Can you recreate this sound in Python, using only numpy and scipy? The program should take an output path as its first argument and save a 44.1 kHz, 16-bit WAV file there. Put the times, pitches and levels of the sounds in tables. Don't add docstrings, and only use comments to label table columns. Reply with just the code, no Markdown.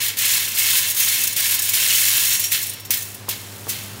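import sys
import numpy as np
from scipy import signal
from scipy.fft import rfft, irfft, next_fast_len
from scipy.io import wavfile
from scipy.ndimage import map_coordinates

SR = 44100
rng = np.random.default_rng(int(sys.argv[2]) if len(sys.argv) > 2 else 0)


def wav_record(signal):
    frames = np.transpose(np.atleast_2d(signal))
    bounded = np.clip(frames, -1, 1)
    quanta = np.round(bounded * 32767).astype(np.int16)
    wavfile.write(sys.argv[1], SR, quanta)


N = 176400

# (time [s], rattle level [dB], patter level [dB])
STREAM_NEAR = [(0.0, -24, -21.5), (0.08, -26.5, -28), (0.16, -38, -44), (0.2, -23, -22), (0.35, -21, -17.5),
               (0.51, -31.5, -30), (0.56, -28, -25.5), (0.6, -22.5, -19.5), (0.77, -21, -17),
               (0.86, -26, -26), (0.91, -27.5, -19), (0.94, -34, -31), (1.0, -23, -18), (1.24, -24.5, -22),
               (1.3, -30, -28.5), (1.36, -34.5, -32), (1.38, -24, -21.5), (1.55, -24.5, -21),
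               (1.61, -31.5, -32), (1.64, -28.5, -22), (1.73, -27.5, -25), (1.78, -22, -19.5),
               (1.95, -22, -16.5), (2.35, -24, -18.5), (2.39, -32.5, -28), (2.45, -28, -23.5),
               (2.5, -37, -29.5)]
# (time [s], rattle level [dB], patter level [dB])
STREAM_FAR = [(2.54, -20, -21), (2.61, -30.5, -28), (2.68, -36, -29.5), (2.76, -40, -52), (2.895, -49, -61),
              (2.937, -21.5, -35), (2.98, -38.5, -38), (3.1, -44, -35.5), (3.27, -58, -58),
              (3.31, -30, -35), (3.42, -43, -40.5), (3.66, -55, -42), (3.72, -32.5, -31.5), (4, -52.5, -45)]
# (frequency [Hz], level [dB])
RATTLE_SPECTRUM = [(300, -46), (900, -25.5), (1300, -15), (1700, -4), (3000, 1), (4200, 0), (5500, -3),
                   (9000, -10)]
# (frequency [Hz], level [dB])
PATTER_SPECTRUM = [(500, -47), (1500, -15), (3000, -15), (5000, -5.5), (6500, 0), (9000, 0.5), (13000, 0),
                   (13800, 2), (16000, 2)]
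# (frequency [Hz], relative level [dB])
HOPPER_MODES = [(1060, -13.5), (1125, -20), (1790, -12), (2136, -4.5), (2600, -2), (2700, -3.5), (3030, -4),
                (3408, -7.5), (4200, -0.5), (5565, 0.5), (5728, 0.5), (6558, 3), (7290, 2), (10095, 1),
                (11030, 0)]
# (time [s], rumble level [dB], hum gain [dB])
MOTOR_APPROACH = [(0, -42.5, -1), (2.8, -43, 0), (3.25, -41, 4), (3.65, -39.5, 4.5), (4, -38, 6)]
# (frequency [Hz], level [dB])
RUMBLE_SPECTRUM = [(42, -23), (60, -3), (78, -5.5), (115, 4.5), (150, -1), (280, -2), (600, -5.5),
                   (4000, -10.5), (15000, -19)]
THROB_TONES = [-7, -8.5, -16]
# (frequency [Hz], t60 [s])
ROOM_DECAY = [(200, 1), (2500, 0.51), (8000, 0.41), (15000, 0.34)]
# (time [s], relative level [dB])
CLUSTER_STRIKES = [(.028, -6.5), (.046, -6), (.06, -5), (.081, -3.5), (0.186, -2), (.252, -2.5), (.279, -7),
                   (0.323, -9), (.448, -9), (.482, -7), (.516, -11), (0.55, -8), (.591, -2), (0.658, -11),
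                   (0.782, -4), (0.826, -8), (0.883, -5.5), (.947, -7), (.966, -4), (1.0, -3), (1.088, -8),
                   (1.126, -6), (1.142, -6), (1.212, -6.5), (1.237, 0), (1.272, -2.5), (1.305, -13),
                   (1.326, -7), (1.3632, -5.5), (1.399, -2), (1.4418, -8), (1.4645, -4.5), (1.51, 0),
                   (1.5424, -1), (1.591, -2), (1.6195, -3), (1.653, -8), (1.6904, -0.5), (1.7472, -3),
                   (1.9534, -6), (2.079, -12), (2.169, -2), (2.2473, -3), (2.396, -2.5), (2.439, -5),
                   (2.612, -12), (2.628, -5.5), (2.665, -9.5), (2.6957, -11.5), (2.734, -13.5),
                   (2.799, -18.5), (2.8505, -15), (2.9058, -2), (2.971, -7), (2.9874, -12), (3.006, -13),
                   (3.0215, -10), (3.05, -19), (3.145, -17), (3.288, -7), (3.694, -12)]
# (frequency [Hz], level [dB])
TICK_SPECTRUM = [(500, -25), (3000, -9.5), (6000, -1), (12500, 0.5), (14500, 3.5)]
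# (time [s], level [dB], rise [s], t60 [s])
LANDINGS = [(0.17, -21.5, 0.0012, 0.092), (.567, -20, .014, .2), (.975, -19.5, 0.0068, 0.32),
            (1.364, -15.5, .001, 0.14), (1.7345, -15.5, .003, .24), (2.132, -25, .003, 0.089),
            (2.515, -14, 0.0049, 0.18), (2.9056, -13, 0.00073, 0.18), (2.937, -23, .0034, .15),
            (3.2873, -19.5, 0.0036, 0.15), (3.68, -20, .019, 0.15)]
# (frequency [Hz], level [dB])
SPLASH_SPECTRUM = [(400, -60), (1200, -33), (2000, -2.5), (4000, -1), (8000, 0), (12500, -1), (14500, 7),
                   (16000, -4)]
# (time [s], frequency [Hz], level [dB], t60 [s])
GLANCES = [(1.271, 6520, -19, .06), (1.591, 6600, -20, 0.063), (1.624, 8500, -23, 0.15),
           (1.907, 2866, -17.5, .1), (1.947, 2990, -18.5, .12), (1.958, 6580, -21, .09),
           (2.439, 5600, -21.5, 0.21), (2.696, 9220, -17.5, .037), (2.62, 5510, -41, 1.8),
           (2.98, 1815, -34, .14)]
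# (time [s], level [dB])
BUCKET_TIPS = [(2.898, -32.5), (3.284, -26), (3.669, -28)]
# (frequency [Hz], level [dB])
KNOCK_SPECTRUM = [(80, -19), (250, 2.5), (550, 0), (1150, -4), (2200, -21), (6000, -38)]

TOP_HZ = 15800


def amp(db):
    return 10 ** (np.asarray(db) / 20)


def unit(x):
    return x / np.sqrt(np.mean(x ** 2) + 1e-20)


def along(points, hz):
    knots_hz, values = np.transpose(points)
    return np.interp(np.log(hz + 1), np.log(knots_hz + 1), values)


def curves(rows):
    times, *columns = np.transpose(rows)
    return [np.interp(np.arange(N) / SR, times, column) for column in columns]


def wobble(rate):
    return map_coordinates(rng.standard_normal(512), [np.arange(N) * rate / SR], mode="wrap")


def filtered(x, response):
    n = x.shape[-1]
    padded = next_fast_len(n + 4096)
    return irfft(rfft(x, padded) * response(np.fft.rfftfreq(padded, 1 / SR)), padded)[..., :n]


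def coloured(x, spectrum):
    return unit(filtered(x, lambda hz: amp(along(spectrum, hz))))


def sheet(spectrum, t60, crack_db, spots, hold_s=0, uneven_db=0, modes=420):
    t = np.arange(SR // 8) / SR
    hz = (np.arange(modes) + rng.random(modes)) * TOP_HZ / modes
    shares = rng.standard_normal((spots, modes)) * amp(uneven_db * rng.standard_normal((spots, modes)))
    shares /= np.linalg.norm(shares, axis=1, keepdims=True)
    tones = np.sin(2 * np.pi * (hz[:, None] * t + rng.random((modes, 1))))
    ring = unit(shares @ tones) * amp(-60 * np.maximum(t - hold_s, 0) / t60)
    crack = amp(crack_db - 60 * t / 0.0026) * rng.standard_normal(ring.shape)
    low_cut = signal.butter(2, 250, "high", fs=SR, output="sos")
    hits = signal.sosfilt(low_cut, coloured(ring + crack, spectrum))
    return hits / np.sqrt(np.mean(hits[:, :SR // 200] ** 2))


def impacts(rate, scatter_db, spots=8, peas=8000):
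    delay, strength, place = rng.random((peas, 3)).T
    at = ((np.arange(peas) + 2 * delay) * SR / rate).astype(int)
    force = amp(scatter_db * (2 * strength - 1))
    trains, heard = np.zeros((spots, N)), at < N
    trains[(place[heard] * spots).astype(int), at[heard]] = force[heard]
    return trains


def shower(trains, spectrum, t60, crack_db):
    hits = sheet(spectrum, t60, crack_db, spots=len(trains))
    return unit(signal.oaconvolve(trains, hits, axes=1)[:, :N].sum(0))


def stream():
    rattle_db, patter_db = curves(list(STREAM_NEAR) + list(STREAM_FAR))
    rattle = shower(impacts(rate=350, scatter_db=6), RATTLE_SPECTRUM, t60=0.08, crack_db=4.5)
    patter = shower(impacts(rate=210, scatter_db=2.5, spots=20), PATTER_SPECTRUM, t60=0.073, crack_db=-23)
    return amp(rattle_db - 0.5) * rattle + amp(patter_db - 1.5) * patter + hopper(rattle_db, patter_db)


def hopper(rattle_db, patter_db, t60=0.16, max_split_hz=39.4, bright_above_hz=5000):
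    t = np.arange(N) / SR
    age = t[:SR // 2]
    bare_db = 10 * np.exp(-((t - 2.39) / 0.11) ** 2)
    bright_db = patter_db + bare_db - 8
    trains = impacts(rate=1500, scatter_db=2, spots=len(HOPPER_MODES))
    out = np.zeros(N)
    for (hz, db), blows in zip(HOPPER_MODES, trains):
        twin_hz = hz + max_split_hz * rng.uniform(0.55, 1) * rng.choice([-1, 1])
        pair = np.sin(2 * np.pi * hz * age) + np.sin(2 * np.pi * twin_hz * age)
        ring = amp(-60 * age / t60) * pair
        drive_db = bright_db if hz > bright_above_hz else rattle_db
        force = amp(db + drive_db - 13.5) * unit(blows)
        out += signal.fftconvolve(force, ring / np.linalg.norm(ring))[:N]
    return out


def motor(hum_hz=100, throb_hz=5.0, dip_at_s=0.178):
    t = np.arange(N) / SR - dip_at_s
    rumble_db, nearer_db = curves(MOTOR_APPROACH)
    phase = 2 * np.pi * (hum_hz * t + rng.random()) + 0.1 * wobble(3.74)
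    throb = sum(amp(db + 1.3 * wobble(4.7)) * np.sin(phase + 2 * np.pi * k * throb_hz * t)
                for k, db in enumerate(THROB_TONES, 1))
    hum = amp(nearer_db) * (np.sin(phase) - throb)
    octaves = np.sin(2 * phase) + amp(-7) * np.sin(4 * phase)
    hum += amp(-13 + 2.2 * nearer_db) * octaves
    rumble = amp(rumble_db) * coloured(rng.standard_normal(N), RUMBLE_SPECTRUM)
    return amp(-48) * np.sqrt(2) * hum + rumble


def workshop(direct):
    hz, t, noise = signal.stft(rng.standard_normal(SR // 2), SR, nperseg=256)
    decay = amp(-60 * t / along(ROOM_DECAY, hz)[:, None])
    tail = signal.istft(noise * decay, SR, nperseg=256)[1]
    delayed = np.pad(direct, (SR // 200, 0))
    return signal.fftconvolve(delayed, tail / np.linalg.norm(tail))[:N]


def clusters():
    out = np.zeros(N + SR)
    ticks = sheet(TICK_SPECTRUM, t60=0.05, crack_db=1, spots=len(CLUSTER_STRIKES),
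                  hold_s=0.0072, uneven_db=4)
    for (start, db), tick in zip(CLUSTER_STRIKES, ticks):
        out[round(start * SR):][:len(tick)] += amp(db - 16) * tick
    return out[:N]


def loads():
    t = np.arange(N) / SR
    level = np.zeros(N)
    for start, db, rise, t60 in LANDINGS:
        attack = np.clip((t - start) / rise, 0, 1)
        level += attack * amp(db - 60 * np.maximum(t - start - rise, 0) / t60)
    trains = impacts(rate=900, scatter_db=6, spots=12)
    return level * shower(trains, SPLASH_SPECTRUM, t60=0.15, crack_db=16)


def pings():
    out, t = np.zeros(N + SR), np.arange(SR // 3) / SR
    for start, hz, db, t60 in GLANCES:
        out[round(start * SR):][:len(t)] += amp(db - 60 * t / t60) * np.sin(2 * np.pi * hz * t)
    return out[:N]


def buckets(t60=0.051):
    t = np.arange(N) / SR
    level = sum((t > start) * amp(db - 60 * abs(t - start) / t60) for start, db in BUCKET_TIPS)
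    return level * coloured(rng.standard_normal(N), KNOCK_SPECTRUM)


def scene():
    direct = stream() + loads() + clusters() + pings() + buckets()
    return (direct + amp(-11.5) * workshop(direct) + motor())[None]


def record(dry):
    return filtered(dry, lambda hz: np.clip((TOP_HZ - hz) / 200 + 0.5, 0, 1))


dry = scene()
out = record(dry)
wav_record(out)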